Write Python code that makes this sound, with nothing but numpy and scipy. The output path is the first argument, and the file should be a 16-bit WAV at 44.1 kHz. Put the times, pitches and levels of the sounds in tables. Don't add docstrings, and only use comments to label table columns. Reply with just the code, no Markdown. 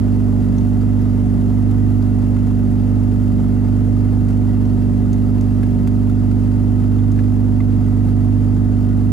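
import sys
import numpy as np
from scipy import signal
from scipy.fft import rfft, irfft, next_fast_len
from scipy.io import wavfile
from scipy.ndimage import uniform_filter1d, map_coordinates

SR = 44100
rng = np.random.default_rng(int(sys.argv[2]) if len(sys.argv) > 2 else 0)


def boost_factor(decibels):
    exponent = np.asarray(decibels, float) / 20
    return 10 ** exponent


def int16_out(signal):
    q = np.round(np.clip(np.atleast_2d(signal).T, -1, 1) * 32767)
    wavfile.write(sys.argv[1], SR, q.astype(np.int16))


N = 402191
PAD = next_fast_len(N + 16384)
HZ = np.fft.rfftfreq(PAD, 1 / SR)

# (frequency [Hz], level [dB per Hz])
RUSH_SPECTRUM = [(200, -37), (330, 2.5), (450, 1.5), (560, -5), (850, -5.5), (1090, -14), (1300, -12.5),
                 (1550, -18.5), (2000, -19), (2300, -25.5), (3420, -27), (7500, -31), (12000, -33.5),
                 (15700, -40)]
# (frequency [Hz], width [Hz], level over the rush [dB])
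TRIM_PANELS = [(1030, 40, 3), (1200, 20, 4), (1270, 40, 3), (1440, 20, 6), (1680, 50, 3), (1943, 18, 6),
               (2140, 50, 3), (2443, 40, 4), (2660, 25, 5), (2706, 22, 7), (2755, 25, 6), (2905, 20, 4),
               (3050, 60, 4), (4135, 15, 5), (4697, 30, 8), (4965, 25, 6), (6330, 30, 4), (6960, 200, 3),
               (10900, 300, 2)]
# (frequency [Hz], left over right [dB])
CABIN_PAN = [(300, 1.6), (1300, 2), (4400, .5), (15000, 0.22)]
# (frequency [Hz], left lead [rad])
CABIN_LEAD = [(300, 0.81), (950, 0.29), (1300, 0.16), (15000, 0.33)]


def unit(x):
    return x / np.sqrt(np.mean(x ** 2) + 1e-20)


def along(points, hz):
    f, v = np.transpose(points)
    return np.interp(np.log(hz + 1), np.log(f + 1), v)


def causal(db):
    ceps = irfft(np.log(boost_factor(db) + 1e-6), PAD)
    ceps[1:PAD // 2] *= 2
    ceps[PAD // 2 + 1:] = 0
    return np.exp(rfft(ceps))


def wobble(rate):
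    return map_coordinates(rng.standard_normal(int(N * rate / SR) + 4), [np.arange(N) * rate / SR])


def ports(pair, colour, alike, pan, lead):
    turn = np.arccos(np.clip(alike, -1, 1)) / 2
    shared, opposed = rfft(pair, PAD) * colour * [np.cos(turn) + 0 * HZ, np.sin(turn) + 0 * HZ]
    tilt = boost_factor(along(pan, HZ) / 2) * np.exp(.5j * along(lead, HZ))
    left, right = (shared + opposed) * tilt, (shared - opposed) / tilt
    return unit(irfft(np.array([left, right]), PAD)[:, :N])


def shaft():
    # (time [s], shaft
    speed_path = [(0, 24.65), (1.25, 24.68), (1.42, 24.62), (1.82, 24.99), (2.12, 24.71), (3.62, 24.7),
                  (3.72, 24.85), (4.08, 24.88), (4.85, 24.63), (6.9, 24.83), (7.06, 25.06), (7.35, 24.79),
                  (8.41, 24.99), (8.76, 24.77), (9.12, 24.83)]
    # (time [s], speed change [Hz])
    stumbles = [
        (0.42, -0.22),
        (0.79, 0.17),
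        (1.28, -0.14),
        (2.56, -0.21),
        (2.87, 0.15),
        (3.32, -0.27),
        (5.02, -0.1),
        (5.37, 0.08),
        (5.7, -0.3),
    ]
    stumble_s, idle_hz, start_turn = 0.063, 24.73, -0.24
    t = np.arange(N) / SR
    hz = np.interp(t, *np.transpose(speed_path))
    for s, change_hz in stumbles:
        u = np.maximum(t - s, 0) / stumble_s
        hz = hz + change_hz * u * np.exp(1 - u)
    hz = hz - 0.007
    turns = start_turn + np.cumsum(hz + 0.03 * wobble(12)) / SR
    return turns, uniform_filter1d(hz, size=6000) - idle_hz


def hum(turns, over_hz, orders, flanks, cycle_hz, odd_lag):
    # (frequency [Hz], width [Hz])
    chambers = [(121, 53.6), (158, 48.5), (391, 10.2)]
    out = np.zeros((2, N))
    swells = {}
    for k, left, right, away in flanks:
        swells[k] = np.outer([left, right], over_hz) + away * np.abs(over_hz)
    for k, left_db, right_db, lead in orders:
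        hz = k * cycle_hz
        left_swell, right_swell = swells.get(k, (0, 0))
        lag = sum(2 * np.arctan2(hz * w, c * c - hz * hz) for c, w in chambers)
        lag += odd_lag * (k % 2)
        angle = 2 * np.pi * k * turns - lag
        out[0] -= boost_factor(left_db + left_swell) * np.cos(angle + lead)
        out[1] -= boost_factor(right_db + right_swell) * np.cos(angle)
    return np.sqrt(2) * out


def engine_hum(turns, over_hz):
    # (multiple, left level [dB], right level [dB], left lead [rad])
    orders = [(1, -37.7, -37.4, -0.1), (2, -26.1, -23.0, 0.1), (3, -38.1, -36.9, 0.2),
              (4, -23.6, -14.3, 0.5), (5, -34.0, -28.4, 0.8), (6, -40.3, -29.0, -0.8),
              (7, -37.2, -37.0, 2.0), (8, -25.4, -24.1, 1.1), (9, -32.0, -34.6, 0.7),
              (10, -20.8, -19.9, 0.8), (11, -36.8, -34.6, 0.9), (12, -30.4, -33.4, 0.7),
              (13, -40.0, -45.1, 1.7), (14, -41.9, -43.0, 1.8), (15, -51.7, -49.8, 1.5),
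              (16, -41.0, -44.1, 0.3), (17, -50.6, -49.0, 1.3), (18, -50.6, -51.2, -0.1),
              (21, -62.0, -56.3, 1.3), (22, -61.8, -57.7, 0.9), (24, -51.4, -47.6, 0.2),
              (25, -57.0, -56.9, 1.1), (26, -58.2, -56.3, 1.8), (27, -58.4, -57.5, 0.5),
              (28, -63.6, -60.7, 1.1), (29, -57.4, -60.2, 0.6), (30, -61.0, -64.0, 0.9),
              (32, -60.1, -63.6, 1.1), (35, -59.9, -62.7, 0.4), (36, -62.0, -65.9, 0.6)]
    # (multiple, left slope [dB per Hz], right slope [dB per Hz], rise away from idle [dB per Hz])
    flanks = [(2, 1.3, 2, 0), (4, 9, 5.5, 0), (5, 2.7, 1.7, 0), (6, -12, 4, 14), (7, 3, -15, 0),
              (8, -12, -8, 0), (9, 4, 7, 0), (10, -1.4, -2, 0), (11, -12, -4, 0), (12, 3, 9, 0),
              (14, -9, -10, 0), (15, -30, -5, 0), (16, -11, -19, 0), (24, -8, -9, 0)]
    return hum(turns, over_hz, orders, flanks, 24.554, odd_lag=1.22)


def burble(turns, over_hz):
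    # (frequency [Hz], level [dB per Hz])
    thump = [(10, -13), (37, -11), (61, 2), (86, 1.5), (136, 5), (165, 8), (235, 4), (284, -11.5), (310, 7),
             (360, -19.5), (460, -10), (560, -26), (800, -37), (1500, -59)]
    # (frequency [Hz], left over right [dB])
    thump_pan = [(40, -3), (61, -27), (136, -9), (210, 12.5), (260, -27.5), (310, 1.5), (600, -4)]
    # (frequency [Hz], left lead [rad])
    thump_lead = [(40, .1), (110, 0.7), (200, 1.58), (300, 0.64), (900, 0.73)]
    faces = [1.5, -0.45, -1, 0.5, 0.35, -0.3]
    uneven_db_per_hz = 15
    fired = np.flatnonzero(np.diff(np.floor(2 * turns)))
    unevenness_db = uneven_db_per_hz * np.abs(over_hz[fired, None]) * [1, 1, 0, 1]
    size = rng.standard_normal((len(fired), 4)) * boost_factor(unevenness_db)
    pair = 0.0041 * rng.standard_normal((2, N))
    pair[:, fired] += (size[:, :2] * boost_factor(0.5 * size[:, 2:3])).T
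    pair[0, fired] += np.resize(faces, len(fired))
    pair[0, np.minimum(fired + 310, N - 1)] += 0.84 * size[:, 3]
    return boost_factor(-31.0) * ports(pair, causal(along(thump, HZ)), 0.73, thump_pan, thump_lead)


def pump_hum(turns, over_hz):
    # (multiple, left level [dB], right level [dB], left lead [rad])
    orders = [(1, -44.1, -40.4, 0.1), (2, -45.6, -46.4, 0.9), (4, -39.9, -35.0, -0.2),
              (5, -48.3, -48.5, 0.2), (7, -52.2, -49.6, 0.9), (8, -57.1, -64.3, 1.3),
              (10, -62.2, -70.6, 2.4), (11, -47.8, -54.7, 0.6), (14, -65.9, -66.3, 0.1),
              (17, -70.6, -82.0, 0.4), (19, -68.4, -68.1, 0.3)]
    # (multiple, left slope [dB per Hz], right slope [dB per Hz], rise away from idle [dB per Hz])
    flanks = [(1, -16, -17, 0), (2, -8, -3, 0), (5, 10, 6, 0), (11, 1, -21, 0)]
    strokes = turns * 8 / 3
    return hum(strokes + 0.34, over_hz, orders, flanks, 62, odd_lag=0.75)


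def rush(turns):
    # (time [s], level [dB])
    air = [(0.0, -59.5), (1.57, -60.5), (1.67, -60), (5.99, -60.5), (9.12, -61)]
    # (frequency [Hz], likeness [0-1])
    likeness = [(300, 1), (800, 0.4), (1500, 0.71), (4000, 0.55), (15000, 0.57)]
    z = signal.stft(rng.standard_normal((2, N)), nperseg=512)[2]
    field = uniform_filter1d(rng.standard_normal(z.shape[1:]), size=5, axis=0)
    field = uniform_filter1d(field, size=8, axis=1)
    pair = signal.istft(z * boost_factor(0.56 * unit(field)), nperseg=512)[1][:, :N]
    firing_db = 0.9 * np.cos(4 * np.pi * turns + 2.0)
    rotor_db = 0.59 * np.cos(2 * np.pi * turns + 1.4)
    beat_db = firing_db + rotor_db + 0.32 * wobble(14) + 0.6 * wobble(40)
    buzz_db = sum(db / (1 + (2 * (HZ - hz) / width) ** 2) for hz, width, db in TRIM_PANELS)
    ripple = map_coordinates(rng.standard_normal(1400), [HZ / 18])
    modes_db = 1.26 * ripple / (1 + HZ / 9000)
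    air_db = np.interp(np.arange(N) / SR, *np.transpose(air))
    colour = boost_factor(along(RUSH_SPECTRUM, HZ) + buzz_db + modes_db)
    noise = ports(pair * boost_factor(beat_db), colour, along(likeness, HZ), CABIN_PAN, CABIN_LEAD)
    return boost_factor(air_db + 21.5) * noise


def rattle(turns):
    fired = np.flatnonzero(np.diff(np.floor(2 * turns + .6)))
    chance = rng.standard_normal((len(fired), 3))
    tapped = np.clip(fired + (1.5 * chance[:, 0]).astype(int), 0, N - 1)
    tap_db = 2.5 * chance[:, 1:].T + 3 * wobble(7)[fired]
    taps = np.zeros((2, N))
    taps[:, tapped] = boost_factor(np.minimum(tap_db, 6))
    panels = 0
    for hz, w, db in TRIM_PANELS:
        resonance = 1j * HZ * w / (hz * hz - HZ * HZ + 1j * HZ * w)
        panels = panels + boost_factor(along(RUSH_SPECTRUM, hz) + db) * resonance
    return boost_factor(-58) * ports(taps, panels, 0.87, CABIN_PAN, CABIN_LEAD)


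def whine():
    # (frequency [Hz], level [dB rms])
    tones = [(9805, -83), (11834, -88), (15675, -90), (15734, -79)]
    t = np.arange(N) / SR
    return sum(np.sqrt(2) * boost_factor(db) * np.sin(2 * np.pi * hz * t) for hz, db in tones)


def ring(t, hz, t60):
    return boost_factor(-60 * t / t60) * np.sin(2 * np.pi * hz * t)


def crackle(t, lo_hz, hi_hz):
    band = signal.butter(2, [lo_hz, hi_hz], "band", fs=SR, output="sos")
    noise = signal.sosfilt(band, rng.standard_normal(len(t)))
    return unit(noise) / (1 + (t / 0.0062) ** 4)


def creaks():
    # (time [s], knock peak [dB], knock pitch [Hz], crackle over the knock [dB], low panel over the knock [dB])
    slips = [(0.583, -49, 2600, -7, -8), (1.0194, -48, 1540, -13, -5), (1.4096, -43, 1420, -11, 0),
             (1.712, -38.5, 1390, -11, -8), (2.65, -43, 1420, -28, -15), (3.385, -39, 1420, -28, -15),
             (2.025, -46, 1640, -10, -7), (2.2186, -47, 1430, -6, 1), (2.365, -35, 1410, -19, -5),
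             (4.285, -38, 1460, -10, -7), (4.304, -36.5, 1400, -16, -9), (5.1307, -40, 1430, -7, -7),
             (5.4103, -41, 1410, -7.5, -2), (5.632, -32, 1630, -15, -9), (5.874, -32, 1470, -10.5, -14),
             (6.097, -36.5, 1400, -15, -11), (6.3126, -34.5, 1410, -17, -14), (6.983, -41, 1510, -19, -9),
             (7.116, -50.5, 1500, 0, -9), (7.1895, -30.5, 1710, -25, -10), (7.604, -35, 2080, -26, 2),
             (8.072, -45, 1800, -14, -10)]
    treble_db, snap_db = -5, 6
    out, t = np.zeros(N + SR), np.arange(2000) / SR
    for s, db, hz, crackle_db, body_db in slips:
        knock = ring(t, hz, 0.023) + 0.35 * ring(t, 2120, 0.02)
        knock += boost_factor(body_db) * ring(t, 1130, .03) + 0.22 * crackle(t, 1000, 3000)
        fizz = crackle(t, 3500, 7800) + boost_factor(treble_db) * crackle(t, 9000, 13000)
        fizz *= boost_factor(crackle_db - 3) * (1 + boost_factor(snap_db - 60 * t / 0.0046))
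        out[round(s * SR):][:len(t)] += boost_factor(db - 2.1) * (knock + fizz)
    return out


def pings():
    # (time [s], peak level [dB], ring pitch [Hz])
    hits = [(0.584, -35.5, 5900), (1.0194, -46, 5000), (2.0258, -42, 4700), (4.2847, -48, 8140),
            (4.655, -45, 5570), (4.698, -45, 4270), (5.1307, -35.5, 6440), (5.411, -38, 6330),
            (6.9907, -43, 3300), (7.1204, -46, 6400), (7.1905, -52, 5950), (8.5494, -47, 7130)]
    out, t = np.zeros(N + SR), np.arange(2000) / SR
    for s, db, hz in hits:
        ping = ring(t, hz, 0.0086) + .6 * ring(t, hz * 1.04, 0.0091) + .5 * ring(t, hz * 0.73, 0.0054)
        out[round(s * SR):][:len(t)] += boost_factor(db - 1.5) * ping
    return out


def cabin_walls(source):
    walls = np.zeros((2, 900))
    walls[:, 0] = boost_factor([1.2, -1.2])
    t = np.arange(860) / SR
    walls[:, 40:] = 0.077 * rng.standard_normal((2, 860)) * boost_factor(-60 * t / 0.034)
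    return signal.fftconvolve(source[None, :N], walls, axes=1)[:, :N]


def scene():
    turns, over_hz = shaft()
    engine = engine_hum(turns, over_hz) + burble(turns, over_hz)
    machinery = engine + pump_hum(turns, over_hz)
    steady = machinery + rush(turns) + rattle(turns) + whine()
    return steady + cabin_walls(creaks() + pings())


def top_cut(x):
    return signal.sosfilt(signal.butter(12, 15940, fs=SR, output="sos"), x)


def record(dry):
    top_hz = 15790
    mix = irfft(rfft(dry, PAD) * (HZ < top_hz), PAD)[:, :N]
    return top_cut(mix)


dry = scene()
out = record(dry)
int16_out(out)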